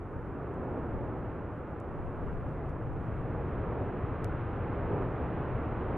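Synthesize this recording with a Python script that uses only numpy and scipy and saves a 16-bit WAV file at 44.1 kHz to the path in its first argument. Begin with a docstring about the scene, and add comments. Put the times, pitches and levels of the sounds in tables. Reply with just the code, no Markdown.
"""A deep rumble, a roar and a rush are heard first: a lava fountain some hundred metres from a camera.
Big swirls in the crater rumble, the gas jet roars and countless flying lumps of lava make the rush.
The air takes the treble away. Close by, light gusts buffet the two microphone openings over a faint
hiss, and a few small ticks sound. The fountain surges, eases, then grows to full strength."""
import sys
import numpy as np
from scipy import signal
from scipy.fft import rfft, irfft, next_fast_len
from scipy.io import wavfile
from scipy.ndimage import uniform_filter1d, map_coordinates

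SR = 44100
rng = np.random.default_rng(int(sys.argv[2]) if len(sys.argv) > 2 else 0)


def pcm_store(signal):
    """Save signal as 16-bit PCM."""
    levels = np.round(np.clip(np.atleast_2d(signal), -1, 1) * 32767)
    wavfile.write(sys.argv[1], SR, levels.astype(np.int16).T)


N = 263277

# The tone of each noise, from bass to treble. Each row: frequency in Hz, relative level in dB.
HEAVE_TONE = [(10, -22), (22, -6), (36, -1), (55, 0), (75, -6), (130, -35), (600, -120)]
RUMBLE_TONE = [(30, -20.5), (52, -8.5), (72, 0), (110, 1.5), (145, -1.5), (178, -4.5), (200, -15.5),
               (400, -63.5), (1500, -120)]
ROAR_TONE = [(100, -26.5), (190, -3), (240, -0.5), (320, 0.5), (470, -1.5), (640, -7), (850, -10.5),
             (1300, -20), (2200, -44.5), (4000, -80.5), (8000, -120)]
SPRAY_TONE = [(300, -25), (700, -1), (1000, 0.5), (1300, 0.5), (1600, -5), (2000, -11.5), (2600, -18),
              (3200, -27), (4000, -39), (5000, -53), (12000, -120)]
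WIND_TONE = [(8, -4), (18, -1), (42, 0), (60, -3.5), (85, -11), (160, -20), (500, -50), (2000, -120)]
HISS_TONE = [(1000, 0), (5000, -4.5), (11500, -5), (12800, -19)]
# How the fountain leans to one side. Each row: frequency in Hz, left level minus right in dB.
LEFT_LOUDER = [(60, 1.2), (140, 1.8), (220, -.5), (330, -1), (510, -1.7), (770, -1.2), (1200, -1.5),
               (1820, -1.5), (2400, -.5)]
# How far its left wave runs ahead of the right. Each row: frequency in Hz, lead in radians.
LEFT_AHEAD = [(30, -.08), (130, -.11), (195, -.38), (270, -.18), (570, -.19), (660, .2), (860, -.2),
              (1080, .07), (1700, -.08), (2000, .22), (2400, 0)]
# Stereo width of the far noise; above about 2 kHz the sound is nearly mono. Each row: frequency in Hz, gain of
# the widening noise in dB.
STEREO_WIDTH = [(30, -20), (110, -27), (200, -18), (300, -26), (620, -17), (750, -22), (870, -18),
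                (1300, -22), (1900, -16), (2400, -24)]
# How strongly the crater rumbles. Each row: time in seconds, level in dB.
CRATER_LEVEL = [(0, -43.5), (1.05, -40), (1.85, -44), (2.45, -39.5), (2.9, -39), (3.3, -37), (4.6, -37.5),
                (5.97, -38)]
# How hard the fountain blows. Each row: time in seconds, level in dB.
FOUNTAIN_FORCE = [(0, -52), (0.35, -48.5), (0.9, -47), (1.65, -49.5), (2.1, -48.5), (2.8, -49.5),
                  (3.65, -45.5), (4.2, -46), (4.9, -44.5), (5.35, -44.9), (5.97, -44.3)]
# Gusts at the microphone. Each row: time of the peak in seconds, strength in dB.
WIND_GUSTS = [(0.18, -45.5), (0.97, -40.5), (2.0, -37.5), (2.3, -36), (2.92, -37.5)]
# Ticks close by. Each row: start in seconds, strength in dB, left minus right in dB, low edge in Hz.
NEAR_TICKS = [(0.5417, -51.5, 5, 6000), (0.6414, -57.5, 3, 5500), (1.802, -46, 14, 5570),
              (2.4912, -56, 1, 2600), (2.6948, -50, 5, 2200), (2.9347, -57, 2.5, 5000),
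              (4.2448, -32, 16, 1300), (5.022, -53.5, 3, 5000), (5.6555, -57, 1, 4000)]
# Big bubbles of gas. Each row: peak time and length in seconds, change of roar and of rumble in dB.
GAS_BUBBLES = [(0.802, 0.35, 2.5, 0.5), (4.28, 0.22, 0, 1.5), (4.915, 0.26, 2.5, 3),
               (5.564, 0.074, -0.5, 4)]


def gain(db):
    """Turn decibels into a number to multiply by."""
    return 10 ** (np.asarray(db) / 20)


def at_frequency(table, hz):
    """Read a table between its rows, with frequency spaced by octaves."""
    row_hz, values = np.transpose(table)
    return np.interp(np.log(hz + 1), np.log(row_hz + 1), values)


def over_time(table):
    """Join a table's rows with straight lines, giving one value per sample."""
    times, values = np.transpose(table)
    return np.interp(np.arange(N) / SR, times, values)


def wobble(rate):
    """A smooth curve through `rate` random points a second."""
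    points = rng.standard_normal(int(N * rate / SR) + 4)
    return map_coordinates(points, [np.arange(N) * rate / SR])


def filtered(sound, response):
    """Multiply each frequency in a sound by response(hz)."""
    size = next_fast_len(N + SR // 2)
    hz = np.fft.rfftfreq(size, 1 / SR)
    return irfft(rfft(sound, size) * response(hz), size)[..., :N]


def steady_noise(tone):
    """Noise with the given tone, its strength held near 1 over each quarter second."""
    noise = filtered(rng.standard_normal(N), lambda hz: gain(at_frequency(tone, hz)))
    power = np.abs(uniform_filter1d(noise ** 2, size=SR // 4))
    return noise / np.sqrt(power + 1e-20)


def distant_noise(tone):
    """Far noise in stereo: one wave on both sides, plus a weaker noise that widens it."""
    def left_and_right(hz):
        left = gain(at_frequency(LEFT_LOUDER, hz) / 2) * np.exp(.5j * at_frequency(LEFT_AHEAD, hz))
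        return np.array([left, 1 / left])  # each side takes half the difference

    middle = steady_noise(tone)
    width = filtered(steady_noise(tone), lambda hz: gain(at_frequency(STEREO_WIDTH, hz)))
    return filtered(np.array([middle + width, middle - width]), left_and_right)


def crater_rumble(heave_db=-7, heave_grows=1.25, swell_db=1.5, rumble_db=0.4, throb_db=0.36):
    """The largest swirls rumble at the mouth of the vent; the column of gas heaves slowly with them."""
    _, bubble_db = gas_bubbles()
    level_db = over_time(CRATER_LEVEL) + bubble_db
    heave_level_db = level_db.mean() + heave_grows * (level_db - level_db.mean())
    heave = gain(heave_level_db + heave_db + swell_db * wobble(6.6)) * distant_noise(HEAVE_TONE)
    rumble = gain(level_db + rumble_db + throb_db * wobble(19)) * distant_noise(RUMBLE_TONE)
    return heave + rumble


def gas_jet(roar_db=7.5, roar_grows=1.15, fade_db_per_s=0.19, churn_db=1.08):
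    """The gas roars and churns with the fountain's force, slowly giving way to the spray."""
    force_db = over_time(FOUNTAIN_FORCE)
    bubble_db, _ = gas_bubbles()
    level_db = force_db.mean() + roar_grows * (force_db - force_db.mean())
    level_db -= fade_db_per_s * np.arange(N) / SR
    return gain(level_db + roar_db + bubble_db + churn_db * wobble(7.6)) * distant_noise(ROAR_TONE)


def lava_spray(spray_db=-1.58, flutter_db=0.34, treble_hz=1900, brightening=0.14, treble_db_per_s=0.97):
    """Countless lumps of lava blend into a rush, brighter with force and as the fountain climbs."""
    t = np.arange(N) / SR
    force_db = over_time(FOUNTAIN_FORCE)
    treble_db = brightening * (force_db - force_db.mean()) + treble_db_per_s * (t - t.mean())
    rush = distant_noise(SPRAY_TONE)
    treble = filtered(rush, lambda hz: hz ** 4 / (hz ** 4 + treble_hz ** 4))
    rush = rush + (gain(treble_db) - 1) * treble
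    return gain(force_db + spray_db + flutter_db * wobble(7.4)) * rush


def wind_strength(rise_s=0.09, fall_s=0.2, breeze_db=-54):
    """The wind's strength in dB: each gust rises quickly and dies away over a steady breeze."""
    t = np.arange(N) / SR
    power = gain(breeze_db) ** 2
    for peak_s, db in WIND_GUSTS:
        shape = np.exp(np.minimum((t - peak_s) / rise_s, (peak_s - t) / fall_s))
        power += (gain(db) * shape) ** 2
    return 10 * np.log10(power)


def wind_buffet(left_db=-1.5, right_db=-6.5, lumpy_db=1.2, shared_db=-9):
    """Gusts buffet each microphone opening on its own; the left faces the wind and gets more."""
    wind_db = wind_strength()
    sides = [gain(wind_db + side_db + lumpy_db * wobble(19)) * steady_noise(WIND_TONE)
             for side_db in (left_db, right_db)]
    shared = gain(wind_db + shared_db) * steady_noise(WIND_TONE)  # the largest swirls press on both
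    return np.array(sides) + shared


def faint_hiss(hiss_db=-87.0, wind_follow=0.25, smooth_s=0.7, sides_db=-5, flicker_db=1.0):
    """A faint, flickering hiss at the microphone rises a little in gusty spells."""
    wind_db = uniform_filter1d(wind_strength(), size=int(smooth_s * SR))
    level_db = hiss_db + wind_follow * (wind_db - wind_db.mean()) + flicker_db * wobble(17)
    sides = np.array([steady_noise(HISS_TONE), steady_noise(HISS_TONE)])
    shared = steady_noise(HISS_TONE)
    return gain(level_db) * (shared + gain(sides_db) * sides)


def grit_ticks(boost_db=3, bounce_s=.0057, bounce_db=-16, high_hz=9000):
    """Dry ticks, like grit touching the camera, each with one small bounce."""
    out = np.zeros((2, N))
    for start_s, db, pan_db, low_hz in NEAR_TICKS:
        taps = np.zeros(N)
        taps[round(start_s * SR)] = 1
        taps[round((start_s + bounce_s) * SR)] = gain(bounce_db)
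        band = signal.butter(1, [low_hz, high_hz], "bandpass", fs=SR, output="sos")
        side_gains = gain(db + boost_db + np.array([pan_db, -pan_db]) / 2)
        out += np.outer(side_gains, signal.sosfilt(band, taps))
    return out


def gas_bubbles():
    """Each big bubble of gas makes one smooth swell. Gives the change in dB of roar, then rumble."""
    t = np.arange(N) / SR
    change_db = np.zeros((2, N))
    for peak_s, length_s, roar_db, rumble_db in GAS_BUBBLES:
        swell = np.exp(-(2 * (t - peak_s) / length_s) ** 2)
        change_db += np.outer([roar_db, rumble_db], swell)
    return change_db


def scene():
    """The far fountain and the small sounds at the camera, added together."""
    return crater_rumble() + gas_jet() + lava_spray() + wind_buffet() + faint_hiss() + grit_ticks()


def record(dry):
    """The camera cuts off the highest treble steeply."""
    top_hz = 13000
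    return filtered(dry, lambda hz: 1 / (1 + (hz / top_hz) ** 40))


dry = scene()
out = record(dry)
pcm_store(out)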